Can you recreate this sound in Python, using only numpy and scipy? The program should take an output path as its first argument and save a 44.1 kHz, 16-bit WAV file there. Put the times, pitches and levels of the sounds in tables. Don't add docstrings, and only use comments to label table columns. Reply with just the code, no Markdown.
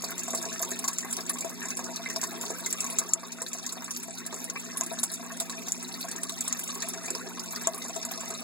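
import sys
import numpy as np
from scipy import signal
from scipy.fft import next_fast_len
from scipy.io import wavfile
from scipy.ndimage import uniform_filter1d

SR = 44100
rng = np.random.default_rng(int(sys.argv[2]) if len(sys.argv) > 2 else 0)


def log_audio(samples):
    frames = np.atleast_2d(samples).T
    limited = np.clip(frames, -1, 1)
    pcm = np.round(limited * 32767).astype(np.int16)
    wavfile.write(sys.argv[1], SR, pcm)


def ratio(d):
    e = np.asarray(d, float) / 20
    return 10 ** e


N = 371763

# frequency in Hz, level in dB.
FIZZ_SPECTRUM = [(2000, -15), (3500, -11.5), (4900, -12), (5700, -2.5), (7000, -4.5), (8200, -3.5),
                 (10000, -9), (11200, -6), (15500, -8)]
SPOT_DELAYS = [.00005, 0.000305, -0.00012]
EDGE_HZ = 15800


def evened(x):
    return x / np.sqrt(np.mean(x ** 2) + 1e-20)


def read(points, hz):
    f, value = np.transpose(points)
    return np.interp(np.log(hz + 1), np.log(f + 1), value)


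def coloured(x, points):
    log_gain = np.log(ratio(read(points, abs(np.fft.fftfreq(4096, 1 / SR)))))
    taps = np.fft.ifft(np.exp(np.conj(signal.hilbert(log_gain)))).real[:1024]
    return signal.oaconvolve(x, taps[None], axes=1)[:, :N]


def add(mix, s, sound):
    part = mix[max(round(s * SR), 0):][:len(sound)]
    part += sound[:len(part)]


def sized(rows, hz, spread):
    return [(s, db, hz * (1 + spread * rng.standard_normal())) for s, db in rows]


def bubble(hz, cycles, glide, rise):
    u = np.arange(int(8 * cycles * SR / hz)) * hz / SR / cycles
    envelope = (1 - np.exp(-u / rise)) * np.exp(-u)
    wave = envelope * np.sin(2 * np.pi * cycles * u * (1 + glide * u))
    return wave / abs(wave).max()


def swarm(lo_hz, hi_hz, cycles, glide, per_s, spread_db, clump_db, clumps_per_s, count=24):
    slow = signal.butter(2, clumps_per_s, fs=SR, output="sos")
    clump = evened(signal.sosfilt(slow, rng.standard_normal((5, N))))
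    clump = ratio(clump_db * np.minimum(0.5 * clump[-1] + 1.15 * clump[:-1], 1.6))
    level = ratio(spread_db * np.minimum(rng.exponential(1, N), 3.1))
    level = level * (rng.random(N) < per_s / SR)
    kind = rng.integers(0, count, N)
    spot = rng.integers(0, len(SPOT_DELAYS), N)
    out = np.zeros(len(SPOT_DELAYS) * N)
    for k, hz in enumerate(np.geomspace(lo_hz, hi_hz, count)):
        at = np.flatnonzero(level * (kind == k))
        wave = bubble(hz, cycles, glide, 0.16)
        where = (spot[at] * N + at)[:, None] + np.arange(len(wave))
        sounds = np.outer(level[at] * clump[k * len(clump) // count, at], wave)
        out += np.bincount(where.ravel(), sounds.ravel(), len(out))[:len(out)]
    return out.reshape(-1, N)


def flow(column):
    # time in seconds, fizz level in dB, churn level in dB.
    air_flow = [(0.0, -43, -44.5), (0.54, -39, -43), (1.17, -40.5, -45.5), (1.71, -43, -43.5),
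                (2.84, -39.5, -43), (3.1, -41, -44), (6.2, -42.5, -45.5), (6.71, -38.5, -45.5),
                (7.18, -43, -42.5), (8.43, -39, -42.5)]
    rows = np.transpose(air_flow)
    return ratio(np.interp(np.arange(N) / SR, rows[0], rows[column]))


def hollow(x):
    # frequency in Hz, width in Hz, level in dB.
    air_modes = [(381.6, 48, 1.5), (430, 33, -4.5), (504.5, 14, -9.5), (675, 44.6, 1), (934, 72, -4.5),
                 (1100, 112, 2), (1700, 147, 7), (1816, 20, -3), (2050, 19, 2.5), (2326, 61, 7),
                 (2590, 20, 9.5)]
    out = 0
    for hz, width, db in air_modes:
        mode = signal.lfilter(*signal.iirpeak(hz, hz / width, SR), x)
        out = out + ratio(db) * mode * np.sqrt(40 / width)
    return out


def rumble():
    # frequency in Hz, level in dB.
    murmur_spectrum = [(30, -21), (70, -18.5), (100, -11.5), (160, -6), (230, -12.5), (400, -19.5)]
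    noise = rng.standard_normal((3, N))
    opposed = 1.2 * np.array([[1], [-1]]) * noise[2]
    return ratio(-52.5) * evened(coloured(noise[:2] + opposed, murmur_spectrum))


def drone():
    noise = signal.lfilter(*signal.iirpeak(242, 9.0, SR), rng.standard_normal(N))
    noise = signal.lfilter(*signal.iirpeak(250, 3.0, SR), noise)
    shake = signal.hilbert(noise, next_fast_len(N))[:N]
    lead_rad = np.array([[.9], [0]])
    return ratio(-49.5) * evened((shake * np.exp(1j * lead_rad)).real)


def pump():
    # nominal frequency in Hz, level in dB, lead of the left port in radians.
    hum_lines = [(120, -65, 1.98), (180, -49.5, 2.15), (240, -53.5, 0.92), (300, -65.5, 0.4)]
    t, out = np.arange(N) / SR, np.zeros((2, N))
    for hz, db, lead in hum_lines:
        waver = sum(np.sin(2 * np.pi * (f * t + rng.random())) for f in np.geomspace(.3, 6, 8)) / 2
        phase = 2 * np.pi * round(hz / 60) * 60.03 * t + np.array([[lead], [0]])
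        out += ratio(db + 4.5 + 0.31 * waver) * np.sin(phase)
    return out


def churn():
    # frequency in Hz, level in dB.
    water_spectrum = [(40, -39), (110, 12.5), (200, -19), (310, -20), (600, -9.5), (1200, -5), (2000, 2),
                      (3500, -69.5), (6000, 1.5)]
    drive = evened(swarm(330.2, 3492, 7.32, 0.0446, 600, 3.2, 1.55, 30.0, count=16))
    drive = drive + 0.047 * rng.standard_normal(drive.shape)
    resonant = ratio(-5.5) * evened(hollow(drive))
    plain = ratio(-14.5) * evened(coloured(drive, water_spectrum))
    return flow(column=2) * (resonant + plain)


def fizz():
    tiny = swarm(2280, 15260, 3.9, 0.026, 5000, 6.7, 3.46, 32)
    return flow(column=1) * ratio(-3.0) * evened(coloured(tiny, FIZZ_SPECTRUM))


def gulps():
    # start in seconds,
    # peak in dB, pitch in Hz.
    large, soft_large, more_others = [(.118, -31.5, 1340), (.716, -33.5, 390), (1.031, -31.5, 1837),
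                                 (1.299, -31, 1750), (1.617, -26.5, 1780), (1.636, -30, 1664),
                                 (2.06, -23, 2080), (2.319, -34, 830), (2.503, -28.5, 420),
                                 (2.665, -32, 2050), (2.796, -31, 2590), (3.416, -31, 470),
                                 (3.464, -35.5, 1700), (3.643, -30, 1760), (3.881, -31.5, 1645),
                                 (4.971, -40, 1660), (5.58, -30.5, 2380), (6.084, -33, 1650),
                                 (6.826, -31.5, 1760), (7.04, -34, 1730), (7.151, -32, 428),
                                 (7.263, -36, 400)], [(0.1196, -41, 720), (0.336, -38, 430), (0.3364, -27.5, 599),
                                                (0.4147, -33.5, 1080), (0.6284, -36, 400),
                                                (0.462, -32, 442), (4.557, -37, 1690), (0.8398, -36, 740),
                                                (0.8407, -30.5, 1050), (0.8913, -30, 1100),
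                                                (1.0475, -33, 775), (1.1766, -38, 418), (1.185, -35, 690),
                                                (1.2981, -33, 1130), (1.4452, -40.5, 432),
                                                (1.4458, -26.5, 640), (1.501, -36.5, 640),
                                                (1.6525, -37, 982), (1.8864, -36, 670), (3.385, -32, 1400),
                                                (2.1613, -30, 623), (2.5032, -31.5, 700),
                                                (2.7435, -38, 1140), (3.016, -43, 387), (3.1593, -35, 646),
                                                (3.2318, -40, 1140), (3.4184, -34, 984), (3.584, -34, 1100),
                                                (3.7706, -35, 715), (3.8799, -34, 1160), (4.0823, -34, 673),
                                                (4.3282, -45, 1064), (4.3274, -32, 460), (4.4021, -36, 790),
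                                                (4.561, -23, 2380), (4.8109, -30, 985), (5.1087, -38, 1100),
                                                (5.253, -39, 1100), (5.4096, -36, 640), (5.8937, -35, 1143),
                                                (6.248, -38, 1110), (6.521, -35.5, 1270),
                                                (6.566, -37, 1100), (6.6898, -34.5, 1126),
                                                (6.7275, -39, 1070), (6.8287, -31, 1140),
                                                (6.8745, -39, 710), (6.9548, -41, 670), (7.1079, -38, 390),
                                                (7.1508, -31, 1000), (7.1838, -39, 1050),
                                                (7.6146, -43, 402), (7.6232, -39, 680),
                                                (7.6713, -30.5, 1085), (7.742, -38, 415),
                                                (7.742, -36, 1100), (7.8512, -39, 1074), (7.9663, -36, 394),
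                                                (8.2341, -32.5, 650), (8.3061, -34, 430)], [(0.4337, -33, 1650), (0.5602, -37, 1760),
                                                               (0.7187, -31, 1760), (0.7573, -34, 1790),
                                                               (1.422, -32, 2300), (1.715, -31, 2500),
                                                               (1.784, -35, 1710), (2.1033, -29.5, 1860),
                                                               (2.195, -39, 1800), (2.2157, -36, 1750),
                                                               (2.2464, -35.5, 1760), (2.3052, -39, 1650),
                                                               (2.546, -29.5, 1460), (2.5937, -38, 1610),
                                                               (2.7298, -39.5, 1740), (3.292, -37, 1730),
                                                               (3.4086, -37, 1800), (4.2166, -38, 1820),
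                                                               (4.275, -34, 1660), (4.662, -41, 1810),
                                                               (4.701, -36, 1840), (4.7275, -41, 1670),
                                                               (4.9355, -36.5, 1680), (5.3047, -34.5, 1730),
                                                               (5.5276, -31.5, 1710), (5.827, -39.5, 1670),
                                                               (6.127, -36.5, 1820), (6.1681, -40, 1660),
                                                               (6.1838, -35.5, 1730), (6.5093, -37, 1800),
                                                               (6.5472, -30.5, 1790), (6.5922, -40, 1570),
                                                               (6.941, -36, 1770), (7.081, -28.5, 2386),
                                                               (0.095, -34, 1470), (7.562, -33.5, 1830),
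                                                               (7.6262, -36, 1660), (7.8163, -33, 2030),
                                                               (8.232, -37, 1650), (8.3088, -32, 1490)]
    # start in seconds, peak in dB.
    low_mode, mid_mode = [(.038, -29.5), (.28, -32), (.386, -39), (.442, -33), (.603, -31.5), (1.445, -62),
                          (1.792, -28), (1.995, -36.5), (2.16, -38), (2.438, -31.5), (3.55, -34.5),
                          (3.769, -34), (4.327, -27), (4.809, -35), (4.915, -26.5), (5.032, -35.5),
                          (5.196, -37), (5.401, -41), (5.675, -36.5), (6.044, -33), (6.872, -47),
                          (6.939, -38), (7.08, -36.5), (7.671, -21.5), (7.851, -35), (7.896, -35),
                          (7.962, -28), (8.052, -36.5), (8.113, -35), (8.305, -40)], [(.334, -34), (.631, -30), (.84, -45), (.883, -31),
                                             (1.048, -33), (1.187, -26), (1.357, -34.5), (2.231, -29.5),
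                                             (2.341, -33), (2.626, -40), (2.841, -33), (3.016, -24),
                                             (3.049, -37), (3.232, -29.5), (3.822, -29), (4.557, -31.5),
                                             (4.753, -36), (5.228, -31), (5.301, -35), (5.496, -35),
                                             (6.154, -35), (6.296, -38), (6.476, -36.5), (6.69, -38),
                                             (6.759, -37), (7.374, -35.5), (7.533, -30.5), (7.774, -35),
                                             (8.211, -37.5)]
    spread = 0.032
    events = large + soft_large + more_others + sized(low_mode, 689, spread) + sized(mid_mode, 1080, spread)
    ring, knock = np.zeros((2, len(SPOT_DELAYS), N))
    for k, (s, db, hz) in enumerate(events):
        spot = k % len(SPOT_DELAYS)
        add(ring[spot], s, ratio(db - 8.5) * bubble(hz, 4.73 + hz / 300, 0.0323, 0.017))
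        knock_gain = ratio(db + 1.5) * min(800 / hz, 1) ** 0.53
        add(knock[spot], s, knock_gain * bubble(1.34 * hz, 0.74, 0, 0.078))
    return ring + 0.6 * knock + ratio(10.0) * hollow(ring + knock)


def skins():
    # start in seconds, peak in dB, pitch in Hz, spray t60 in seconds.
    loudest = [(0.349, -14, 7950, 0.14), (.625, -17, 6650, 0.12), (0.791, -16, 8250, 0.024),
               (0.842, -15.5, 6830, 0.086), (0.878, -20.5, 6500, 0.13), (0.9845, -13, 7160, 0.055),
               (1.1676, -20.5, 6040, 0.11), (2.161, -16.5, 5470, 0.059), (2.238, -17.5, 6450, 0.082),
               (2.661, -14, 7200, 0.13), (2.727, -12, 7660, 0.022), (2.8052, -14, 7700, 0.075),
               (2.9858, -7.5, 7300, 0.065), (3.1352, -1.5, 7360, 0.0077), (3.4188, -14.5, 7800, 0.059),
               (3.5318, -14.5, 7200, 0.099), (3.6633, -17.5, 6200, 0.025), (3.908, -17.5, 6050, 0.12),
               (4.4996, -14, 6570, 0.013), (4.8099, -10, 6900, 0.0068), (4.989, -24, 6300, 0.035),
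               (5.4013, -12.5, 8250, 0.15), (5.72, -12.5, 7000, 0.0068), (6.114, -19, 8240, 0.041),
               (6.233, -16.5, 8700, 0.021), (6.4072, -15.5, 7500, 0.032), (6.4788, -13.5, 8450, 0.038),
               (6.5266, -9, 6900, 0.0073), (7.1042, -14.5, 7470, 0.014), (7.672, -8.5, 7270, 0.024)]
    # start in seconds, peak in dB.
    snaps, soft = [(.021, -22.5), (.179, -45), (.1959, -44), (.2314, -48), (.2815, -23), (.5932, -22),
                   (.7158, -18.5), (.9309, -20.5), (1.1276, -14.5), (1.4077, -21), (1.6552, -22.5),
                   (1.705, -18), (1.9604, -20), (2.0999, -18), (2.2144, -21), (2.4118, -21.5),
                   (3.0906, -22), (3.3198, -19.5), (3.7233, -17), (3.9638, -20.5), (4.2632, -18.5),
                   (5.1367, -22), (5.4974, -22), (5.684, -18.5), (6.592, -21), (7.0544, -24.5),
                   (7.9628, -20), (8.0506, -18), (8.2062, -22), (8.3043, -50.5)], [(0.3055, -19), (0.332, -25), (0.4146, -26), (0.427, -21), (0.4534, -21),
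                                  (1.004, -28), (1.1078, -34), (1.3395, -23.5), (1.3863, -22.5),
                                  (1.447, -23), (1.627, -23.5), (1.7705, -19), (1.792, -23), (1.842, -22),
                                  (2.5042, -22.5), (2.843, -18.5), (3.585, -21.5), (3.822, -28.5),
                                  (3.8437, -21), (4.327, -27), (4.8344, -23), (5.37, -27), (6.294, -21.5),
                                  (0.528, -22), (7.508, -25), (7.561, -30), (7.613, -25), (7.8223, -22.5),
                                  (8.028, -39), (8.1127, -27.5)]
    # start in seconds, peak in dB, pitch in Hz.
    strays, near_common, more_strays = [(0.0438, -23, 4600), (1.207, -22.5, 5330), (1.294, -21, 10340),
                               (2.0567, -35.5, 3920), (3.464, -22, 4100), (3.692, -20, 4200),
                               (4.029, -22, 10200), (4.442, -18.5, 8800), (4.772, -16.5, 9900),
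                               (4.863, -20, 9500), (4.925, -27, 10400), (5.035, -11, 10200),
                               (5.101, -31, 4040), (5.1167, -20.5, 9800), (5.828, -23.5, 9000),
                               (5.941, -25, 4360), (6.013, -35, 4330), (6.295, -22, 3960),
                               (6.82, -29, 4000), (6.886, -20.5, 9400), (7.15, -19, 5200),
                               (7.395, -24.5, 5340), (7.7453, -20.5, 9200), (7.7787, -24.5, 10200),
                               (8.35, -27.5, 4030)], [(0.0408, -20.5, 7040), (0.1802, -21.5, 7300),
                                               (0.1934, -18.5, 6900), (0.2338, -21, 7000),
                                               (0.6278, -18.5, 7240), (0.648, -21, 7100),
                                               (0.7055, -24, 7850), (0.767, -47, 7000), (0.791, -33, 7100),
                                               (0.8804, -13.5, 7100), (0.934, -30, 7450),
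                                               (1.0065, -23, 7000), (1.1089, -24, 7280), (1.265, -27, 7350),
                                               (1.408, -20.5, 7550), (1.685, -22, 6940),
                                               (2.2144, -19, 7360), (2.2313, -19, 7650), (2.44, -32, 7100),
                                               (2.454, -25, 6800), (2.4812, -27, 6400), (2.5846, -30, 7500),
                                               (2.7271, -19, 7260), (2.865, -22, 6960), (3.483, -23, 7300),
                                               (3.6652, -18, 6800), (3.937, -26, 7000), (3.999, -26, 6870),
                                               (4.035, -27, 7900), (4.1834, -22.5, 7000),
                                               (4.3423, -22, 7060), (4.362, -26, 7550), (4.5967, -23, 7580),
                                               (4.835, -23, 7400), (5.032, -15, 7300), (5.142, -21, 6750),
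                                               (5.3206, -27, 6910), (5.422, -23, 6900), (5.513, -27, 7010),
                                               (5.6693, -27, 6800), (5.72, -19, 7100), (5.8834, -28, 7340),
                                               (6.086, -24.5, 7300), (6.162, -26, 7050),
                                               (6.2327, -22, 7450), (6.321, -28, 7140),
                                               (6.409, -16.5, 7700), (6.528, -31, 7350),
                                               (6.677, -24.5, 6650), (6.753, -26.5, 8200),
                                               (6.8221, -18, 7000), (6.8804, -33.5, 7450),
                                               (6.937, -25, 6960), (7.0594, -22, 6900), (7.3974, -26, 6850),
                                               (7.4595, -30, 7340), (7.846, -23, 6960), (7.8823, -24, 7070),
                                               (7.8955, -26, 7040), (8.3048, -21, 7700)], [(0.0423, -29, 12950), (0.106, -20.5, 13400),
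                                                              (0.375, -29, 4570), (0.6172, -19, 13300),
                                                              (0.7922, -24, 9900), (0.8784, -26, 4540),
                                                              (1.1668, -23.5, 9400), (1.186, -32.5, 4060),
                                                              (1.295, -12, 9500), (1.293, -28, 4020),
                                                              (1.496, -25, 13400), (1.967, -27.5, 4140),
                                                              (2.2376, -26, 4530), (2.462, -24, 4500),
                                                              (2.647, -31.5, 4060), (2.7045, -29, 5110),
                                                              (2.706, -21, 13040), (2.901, -21, 9500),
                                                              (2.9225, -30.5, 4100), (2.928, -24, 9700),
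                                                              (2.9894, -18.5, 10100), (3.6292, -29, 4100),
                                                              (3.911, -22, 10000), (3.9644, -25.5, 4900),
                                                              (3.971, -22, 13060), (4.15, -32.5, 4500),
                                                              (4.1753, -31, 4200), (4.7754, -20, 10650),
                                                              (4.9273, -38, 10300), (4.9881, -26, 3980),
                                                              (4.9963, -21, 9620), (5.0321, -30, 3780),
                                                              (5.038, -26, 10400), (5.139, -23, 10100),
                                                              (5.3997, -20.5, 4330), (5.497, -28, 3930),
                                                              (5.6656, -34, 3700), (5.709, -31, 9700),
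                                                              (5.8465, -30.5, 4000), (6.008, -31, 4240),
                                                              (6.01, -20, 12800), (6.028, -26.5, 4260),
                                                              (6.1173, -27, 4500), (6.2287, -41, 3900),
                                                              (6.5934, -23, 13220), (6.593, -25.5, 10700),
                                                              (6.636, -26, 13400), (6.637, -21.5, 10700),
                                                              (6.822, -26, 4020), (6.889, -25, 12740),
                                                              (7.523, -21.5, 13180), (7.5595, -22.5, 4920),
                                                              (7.7346, -28.5, 4400), (7.8195, -27, 3550),
                                                              (8.0278, -24, 5230), (8.115, -18.5, 12900),
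                                                              (8.1365, -28.5, 4080)]
    common_hz, common_spread, common_t60_s = 7070, 0.098, 0.067
    faint_per_s, faint_db, faint_spread_db, clear_s = 12, -37, 3, .035
    clear = snaps + soft + [row[:2] for row in loudest + strays + near_common + more_strays]
    beat = np.arange(0, N / SR, 1 / faint_per_s)
    chance = rng.standard_normal((200, 2))[:len(beat)]
    times = beat + 0.33 / faint_per_s * chance[:, 0]
    free = abs(times[:, None] - np.transpose(clear)[0]).min(1) > clear_s
    levels_db = np.where(free, faint_db + faint_spread_db * chance[:, 1], -90)
    common = sized(snaps + soft + list(zip(times, levels_db)), common_hz, common_spread)
    return loudest + [(*row, common_t60_s) for row in strays + near_common + more_strays + common]


def pops():
    rings, spray = np.zeros((2, len(SPOT_DELAYS), N))
    t, noise = np.arange(3000) / SR, rng.standard_normal((340, 3000))
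    swell = 1 - np.exp(-t / 0.00019)
    for k, (s, db, hz, t60) in enumerate(skins()):
        spot = k % len(SPOT_DELAYS)
        fade = swell * ratio(db - 60 * t / np.clip(t60, .008, .075))
        near = evened(signal.lfilter(*signal.iirpeak(hz, 4.5, SR), noise[k]))
        burst = 0.89 * np.sqrt(swell) * ratio(db - 60 * t / 0.0027)
        add(rings[spot], s, ratio(db + 4.0) * bubble(hz, 2.97, 0.00047, 0.25))
        add(rings[spot], s, ratio(-10.5) * fade * near)
        add(spray[spot], s, ratio(-13.0) * (fade + burst))
    return rings + spray * evened(coloured(rng.standard_normal(spray.shape), FIZZ_SPECTRUM))


def tank(x, wet_db):
    # frequency in Hz, t60 in seconds.
    decay = [(300, 0.19), (1500, 0.054), (5000, 0.035), (9000, 0.038), (15000, 0.014)]
    length = SR // 8
    taps = np.zeros((len(x), 3, length))
    jitter = rng.integers(0, 20, (len(x), 3, (length - 61) // 20))
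    at = np.arange(60, length - 20, 20) + jitter
    np.put_along_axis(taps, at, rng.choice([-1., 1.], at.shape), 2)
    hz, t, z = signal.stft(taps, SR, nperseg=256)
    own = (hz / (hz + 1500))[:, None] ** 1.25
    z = np.sqrt(1 - own ** 2) * z[:, 2:] + own * z[:, :2]
    z = z * ratio(-60 * t / read(decay, hz)[:, None])
    tail = signal.istft(z, SR, nperseg=256)[1]
    tail = signal.lfilter(*signal.butter(1, 900, "high", fs=SR), tail / np.linalg.norm(tail[0, 0]))
    k = np.arange(tail.shape[2]) - 16
    direct = np.array([[np.sinc(k), 0.72 * np.sinc(k - late_s * SR)] for late_s in SPOT_DELAYS])
    paths = direct + ratio(wet_db) * tail
    return signal.oaconvolve(x[:, None], paths, axes=2)[:, :, 16:N + 16].sum(0)


def widened(x):
    late = np.pad(x[::-1], ((0, 0), (15, 0)))[:, :N]
    return signal.lfilter(*signal.butter(2, 110, "high", fs=SR), x - 1.36 * late)


def scene():
    bubbles = pops() + gulps() + fizz() + churn()
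    return widened(tank(bubbles, -4.5)) * ratio(-7.0) + pump() + drone() + rumble()


def levelled(x, knee_db, share, db_per_s):
    power_db = 10 * np.log10(abs(uniform_filter1d((x ** 2).mean(0), size=300)) + 1e-12)
    fall = np.arange(N) * db_per_s / SR
    over_db = np.maximum.accumulate(share * np.maximum(power_db - knee_db, 0) + fall) - fall
    return x / ratio(uniform_filter1d(over_db, size=1500, origin=749))


def thrifty(x, under_db, faint_db, grain_db, jump):
    mid_side = np.array([x[0] + x[1], x[0] - x[1]]) / 2
    z = signal.stft(mid_side, window="cosine", nperseg=2048, noverlap=1024)[2][:, :1024]
    power = (abs(z) ** 2).reshape(2, 64, 16, -1).mean(2)
    band_hz = (np.arange(64)[:, None] + .5) * SR / 128
    short = (np.diff(x[0], prepend=0)[:N // 128 * 128] ** 2).reshape(-1, 128).mean(1)
    sudden = short > jump * uniform_filter1d(short, size=9, origin=4)
    attack = np.minimum(12 * uniform_filter1d(1. 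* sudden, size=5, origin=1), 1)
    attack = np.interp(np.arange(N) / 128, np.arange(len(short)), attack)
    loudest = power[:, 15:25].max(0).mean(0)
    luck = ratio(3 * rng.standard_normal(power.shape)) ** 2
    extra_db = np.interp(band_hz, [2450, 2800, 3400, 3900, 9500, 11000], [0.3, 9, 9, 1.5, 1.5, 2.5])
    masked = power.max(0) * ratio(under_db + extra_db) ** 2
    weak = power < luck * np.maximum(masked, loudest * ratio(faint_db) ** 2)
    dropped = np.repeat(weak & (band_hz > 1400) | (band_hz > EDGE_HZ), 16, 1)
    grain = np.repeat(power.max(0) ** .5 * ratio(grain_db) * weak, 16, 1)
    grain = grain * np.exp(2j * np.pi * rng.random(z.shape))
    parts = np.pad(np.array([z * ~dropped, (z + grain) * dropped]), ((0, 0), (0, 0), (0, 1), (0, 0)))
    kept, lost = signal.istft(parts, window="cosine", nperseg=2048, noverlap=1024)[1][:, :, :N]
    mid, side = kept + attack * lost
    return np.array([mid + side, mid - side])


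def band_limit(x):
    return signal.sosfilt(signal.butter(12, 16980, fs=SR, output="sos"), x)


def record(dry):
    edge = signal.firwin(101, EDGE_HZ, window=("kaiser", 2.2), fs=SR)
    rolled = signal.oaconvolve(levelled(dry, -24.0, 0.4, 2.14), edge[None], "same")
    finished = thrifty(rolled, under_db=-10.5, faint_db=-20, grain_db=-18.0, jump=4.8)
    return band_limit(finished)


dry = scene()
out = record(dry)
log_audio(out)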